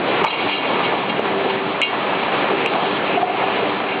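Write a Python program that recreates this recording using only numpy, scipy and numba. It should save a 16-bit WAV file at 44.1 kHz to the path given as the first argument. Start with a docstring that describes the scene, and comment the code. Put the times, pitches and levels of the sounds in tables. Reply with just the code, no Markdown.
"""A loud factory hall, with one microphone close to a worker handling thin metal tubes at a machine.
All around, machines roar and clatter and motors hum. Up close, parts hit their stops and knock on the
bench, struck tubes clink and rattle, and later a hollow part judders; the hall echoes each of these.
A narrow-band recorder ducks the roar after every loud knock and clips the sharpest peaks."""
import sys
import numpy as np
from scipy import signal
from scipy.fft import rfft, irfft
from scipy.io import wavfile
from numba import njit

SR = 44100
rng = np.random.default_rng(int(sys.argv[2]) if len(sys.argv) > 2 else 0)


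def store_wav(level_fs):
    """Save 16-bit WAV to argv[1]."""
    pcm = np.round(np.clip(np.atleast_2d(level_fs), -1, 1) * 32767)
    wavfile.write(sys.argv[1], SR, pcm.T.astype(np.int16))


N = 176400

TICK_RISE_S, TICK_HZ = .0008, 2600  # a tube's first touch on metal


def undb(db):
    """Decibels to gain."""
    return 10 ** (np.asarray(db) / 20)


def unit(x):
    """Scale to an rms of one."""
    return x / (np.sqrt(np.mean(x ** 2)) + 1e-12)


def clock(length_s):
    """Sample times over a span."""
    return np.arange(int(length_s * SR)) / SR


def add(out, start_s, x):
    """Mix a sound in at its time."""
    i = int(start_s * SR)
    out[i:i + len(x)] += x[:len(out) - i]


def walk(rate):
    """A random wander of unit rms that turns `rate` times a second."""
    return unit(np.interp(np.arange(N) / SR * rate, np.arange(256), rng.standard_normal(256)))


def noise_band(length, hz, width):
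    """Noise through the same resonance twice; the width is a share of its centre."""
    b, a = signal.iirpeak(hz, 1 / width, fs=SR)
    return signal.lfilter(b, a, signal.lfilter(b, a, rng.standard_normal(length)))


def colour(x, points):
    """Shape a sound by (frequency [Hz], level [dB]) points."""
    hz, db = np.array(points).T
    f = np.maximum(np.fft.rfftfreq(N, 1 / SR), 1)
    return irfft(rfft(x) * undb(np.interp(np.log(f), np.log(hz), db)), N)


def roar():
    """Machines across the hall blur into a roar whose bands flicker, with a dense clatter inside it."""
    # spectrum of the hall at the microphone (frequency [Hz], relative density [dB])
    spectrum = [(25, -25), (55, -35), (85, -21), (125, -10.5), (220, -5), (400, -0.53), (540, -2.2),
                (780, -1), (1150, -4), (1500, -10), (1850, -11), (2150, -8.5), (2700, -9.5), (3300, -14),
                (3900, -19.5), (4400, -29.5), (5000, -33)]
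    # rise and fall either side of the crossover (time [s], bass level [dB], treble level [dB])
    levels = [(0, -0.5, -2.5), (.24, 2, 1), (.32, -3.5, 2.5), (.46, 6.5, 0.5), (.52, -10, -3.5),
              (.58, -4.5, -5.5), (.66, 1, -0.5), (1.0, -2.5, -3), (1.25, 5.5, 1), (1.6, 0.5, -.5),
              (1.9, 0.5, 1.5), (2.3, -0.8, -1.4), (2.599, 0.5, 1), (2.819, -0.5, 0.3), (3.12, 0.3, -1.5),
              (3.26, 3.5, 3.5), (3.7, 0.6, -0.1), (4, -3.5, -3.5)]
    roar_db, flicker_db, swell_db, crossover_hz = -20.5, 1.4, 1.66, 600
    clatter_db, taps_per_s, tap_decay_s = -28, 200, .006
    t, f = np.arange(N) / SR, np.fft.rfftfreq(N, 1 / SR)
    noise = rfft(rng.standard_normal(N))
    edges_hz = [0, 150, 300, 500, 800, 1300, 2000, 3000, SR]
    bands = [irfft(noise * ((f >= lo) & (f < hi)), N) for lo, hi in zip(edges_hz, edges_hz[1:])]
    rush = sum(band * undb(flicker_db * walk(22.2)) for band in bands)
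    onsets = rng.random(N) < taps_per_s / SR
    tap_db = -3 * np.minimum(rng.exponential(size=N), 4)
    taps = onsets * undb(tap_db) * rng.choice([-1, 1], N)
    age = clock(.05)
    burst = rng.standard_normal(len(age)) * np.exp(-age / tap_decay_s)
    clatter = signal.fftconvolve(taps, burst)[:N]
    din = undb(roar_db) * unit(colour(rush, spectrum))
    din += undb(clatter_db) * unit(colour(clatter, spectrum))
    din *= undb(swell_db * walk(4.492))
    bass = irfft(rfft(din) / (1 + (f / crossover_hz) ** 4), N)
    treble = din - bass
    times, bass_db, treble_db = np.array(levels).T
    return bass * undb(np.interp(t, times, bass_db)) + treble * undb(np.interp(t, times, treble_db))


def motors():
    """Motors hum and whine in the background, wavering in level and pitch; the low hum swells."""
    # motor tones (frequency [Hz], level [dB], waver [0-1], share of the swell [0-1])
    tones = [(197, -38, .45, .5), (299.5, -37.5, .3, 0), (391, -31.5, .25, 1), (1502, -52, .25, 0),
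             (1601, -45, .2, 0), (1732, -39.5, .2, 0)]
    # swell of the low hum (time [s], level [dB])
    swell = [(0, -6.5), (1.0, -5), (1.3, 4.5), (1.55, 6), (1.85, -6), (2.4, -16.5), (2.53, 10), (2.7, 1),
             (3.1, 3.5), (4, -2)]
    drift_hz = 1.2
    out = np.zeros(N)
    swell_db = np.interp(np.arange(N) / SR, *np.array(swell).T)
    for hz, db, waver, share in tones:
        phase = 2 * np.pi * np.cumsum(hz + drift_hz * walk(4)) / SR
        tone = np.sin(phase) * (1 + waver * walk(8.3)) + waver * np.cos(phase) * walk(13)
        out += undb(db + share * swell_db) * unit(tone)
    return out


def tap(hz, rise_s):
    """A hard contact: a few swings that peak quickly and die."""
    t = clock(.03)
    envelope = (t / rise_s * np.exp(1 - t / rise_s)) ** 3
    return envelope * np.cos(2 * np.pi * hz * (t - rise_s))


def clacks():
    """Close by, parts hit their stops and hardly ring."""
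    # hits on the stops (time [s], peak level [dB], frequency [Hz], rise [s])
    hits = [(.215, -9, 450, .0025), (.2203, -10, 380, .0024), (.2414, 0, 1050, .0013),
            (.2465, -1, 900, .0032), (1.1938, -3, 520, .0017)]
    out = np.zeros(N)
    for start, db, hz, rise in hits:
        add(out, start, undb(db) * tap(hz, rise))
    return out


def knocks():
    """Each blow on the bench or machine shakes a crowd of damped modes around its own centre."""
    # dull blows near the microphone (time [s], level [dB], centre [Hz], decay [s])
    blows = [(.222, -12.5, 242, 0.014), (.2412, -1.5, 960, 0.023), (.469, -24.5, 594, 0.0099),
             (.917, -18.5, 740, 0.036), (1.075, -33, 190, .03), (1.448, -15, 375, 0.013),
             (1.498, -18, 900, 0.009), (1.66, -20.5, 207, 0.017), (2.122, -18.5, 877, 0.028),
             (2.281, -17, 760, 0.014), (2.505, -14, 399, 0.093), (2.748, -17, 742, 0.088),
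             (2.827, -16, 774, 0.0095), (3.481, -14, 790, 0.016)]
    rise_s = .00048
    out, t = np.zeros(N), clock(.3)
    for start, db, hz, decay in blows:
        body = noise_band(len(t), hz, width=.49)
        blow = unit(body * (1 - np.exp(-t / rise_s)) * np.exp(-t / decay))
        duty = decay / t[-1] / 2  # makes the level that of the onset, whatever the decay
        add(out, start, undb(db) * np.sqrt(duty) * blow)
    return out


def tube_ring(ring_scale, favoured_hz, focus_db_per_octave):
    """A slightly oval tube rings in beating pairs of modes; the point of contact favours some."""
    # modes of a thin tube (frequency [Hz], level [dB], time to fall 60 dB [s])
    modes = [(2228, -1, .18), (2326, -5, .06), (2460, -3, .09), (2560, -7, .08), (2798, -2, .16),
             (2880, -9, .07), (3042, -11, .07), (3230, -5, .16), (3890, -10, .14), (4100, -11, .14)]
    split_hz = 11  # either side of each mode
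    t = clock(.4)
    beat = 2 * np.pi * split_hz * t
    out = np.zeros(len(t))
    for hz, db, t60 in modes:
        loss_db = focus_db_per_octave * abs(np.log2(hz / favoured_hz))
        detune, turn = rng.standard_normal(2)
        phase = 2 * np.pi * (hz + split_hz * detune / 2) * t + np.pi * turn
        pair = np.sin(phase - beat) + np.sin(phase + beat) / 2
        decay = np.exp(-np.log(1000) * t / (t60 * ring_scale))  # scale below 1: a gloved hand damps it
        out += undb(db - loss_db) * pair * decay
    return out * (1 - np.exp(-t / TICK_RISE_S / 2)) / 2


def clinks():
    """A tube strikes metal close by: a hard tick, then its ring."""
    # strikes (time [s], ring level [dB], ring time [x free ring], favoured mode [Hz], tick level [dB])
    strikes = [(0.2416, -5, 1.2, 2230, -7), (.2648, -0.5, 0.68, 2200, -27.5), (.279, 2, 0.48, 3900, -19),
               (.326, -9.5, 1.4, 2230, -30), (.405, -17, 1, 2190, -33.5), (1.0984, -29, .55, 3200, -18.5),
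               (1.4977, -28, .47, 2400, -27), (1.816, -3.5, 1, 2390, -0.5), (1.829, -1.5, 0.98, 2820, -24),
               (1.848, -10, 1.1, 2720, -31), (2.6602, -12, .5, 2810, -1), (2.671, -9.5, 0.61, 2800, -25),
               (3.885, -18.5, 2, 2560, -27), (3.921, -18.5, 1.5, 2560, -30)]
    out = np.zeros(N)
    for start, ring_db, ring_scale, hz, tick_db in strikes:
        add(out, start, undb(ring_db) * tube_ring(ring_scale, hz, focus_db_per_octave=22))
        add(out, start, undb(tick_db) * tap(TICK_HZ, TICK_RISE_S))
    return out


def rattles():
    """Tubes jostle on their pegs: flurries of small contacts ring them as they scrape along."""
    # flurries (time [s], length [s], level [dB], favoured mode [Hz])
    flurries = [(0.249, 0.055, -19.5, 3700), (.287, 0.071, -20, 3050), (0.361, 0.11, -26.5, 2500),
                (0.475, .13, -25.5, 3140), (0.599, 0.19, -30.5, 2400), (0.825, 0.056, -25, 2700),
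                (1.08, .033, -26.5, 3200), (1.488, .029, -27.5, 2500), (2.836, .037, -32, 2600)]
    contacts_per_s, scrape_db, rise_s = 400, -9, .015
    out, t = np.zeros(N), clock(.6)
    for start, length, db, hz in flurries:
        envelope = np.minimum(t / rise_s, 1) * np.clip(1 - t / length, 0, 1) ** .5
        onsets = rng.random(len(t)) < contacts_per_s / SR
        contacts = onsets * rng.choice([-1, 1], len(t)) * envelope
        tube = tube_ring(.8, hz, focus_db_per_octave=9)
        ring = unit(signal.fftconvolve(contacts, tube)[:len(t)])
        scrape = unit(noise_band(len(t), hz=2900, width=.45) * envelope)
        add(out, start, undb(db) * np.sqrt(length / t[-1]) * (ring + undb(scrape_db) * scrape))
    return out


def judders():
    """A hollow part judders against its seat: soft pushes ring one resonance."""
    # pushes (time [s], peak level [dB], frequency [Hz])
    pushes = [(3.171, -6, 705), (3.204, -17, 730), (3.2265, -2.5, 735), (3.27, -13, 725), (3.293, -9, 712),
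              (3.342, -13, 745), (3.43, -15, 745)]
    rise_s, decay_s = .005, .0075
    out, t = np.zeros(N), clock(.2)
    envelope = (1 - np.exp(-t / rise_s)) ** 2 * np.exp(-t / decay_s)
    envelope /= envelope.max()
    for start, db, hz in pushes:
        add(out, start, undb(db) * envelope * np.sin(2 * np.pi * hz * t))
    return out


def hall_echo(near, t60_s, level_db):
    """The hall returns nearby sounds to the microphone as a diffuse, fading tail."""
    t = clock(1)
    tail = rng.standard_normal(len(t)) * np.exp(-np.log(1000) * t / t60_s)
    return undb(level_db) * signal.fftconvolve(near, tail / np.linalg.norm(tail))[:N]


@njit
def follow_peaks(x, attack_s, release_s):
    """The recorder's level detector rises fast and falls slowly."""
    out, level = np.empty(len(x)), 0.
    for i in range(len(x)):
        size = abs(x[i])
        level += (size - level) / (SR * (attack_s if size > level else release_s))
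        out[i] = level
    return out


def scene():
    """At the microphone, in mono: close handling and its echo over the machines of the hall."""
    near = clinks() + rattles() + clacks() + knocks() + judders()
    return (near + hall_echo(near, t60_s=.55, level_db=-12) + roar() + motors())[None]


def record(dry):
    """The recorder's gain ducks after loud peaks; its band is narrow, and what overshoots is clipped."""
    threshold_db, ratio, clip_db = -12.3, 30, -6
    band_hz, low_cut_hz, soften_hz, top_hz = 4550, 46, 9400, 10000
    peak = follow_peaks(dry[0], attack_s=.0017, release_s=.095)
    gain = np.maximum(peak / undb(threshold_db), 1) ** (1 / ratio - 1)
    narrow = signal.sosfilt(signal.ellip(8, .3, 80, band_hz, fs=SR, output="sos"), dry * gain)
    thin = signal.sosfilt(signal.butter(1, low_cut_hz, "high", fs=SR, output="sos"), narrow)
    clipped = np.clip(thin, -undb(clip_db), undb(clip_db))
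    soft = signal.sosfilt(signal.butter(2, soften_hz, fs=SR, output="sos"), clipped)
    return signal.sosfilt(signal.ellip(8, .2, 80, top_hz, fs=SR, output="sos"), soft)


dry = scene()
out = record(dry)
store_wav(out)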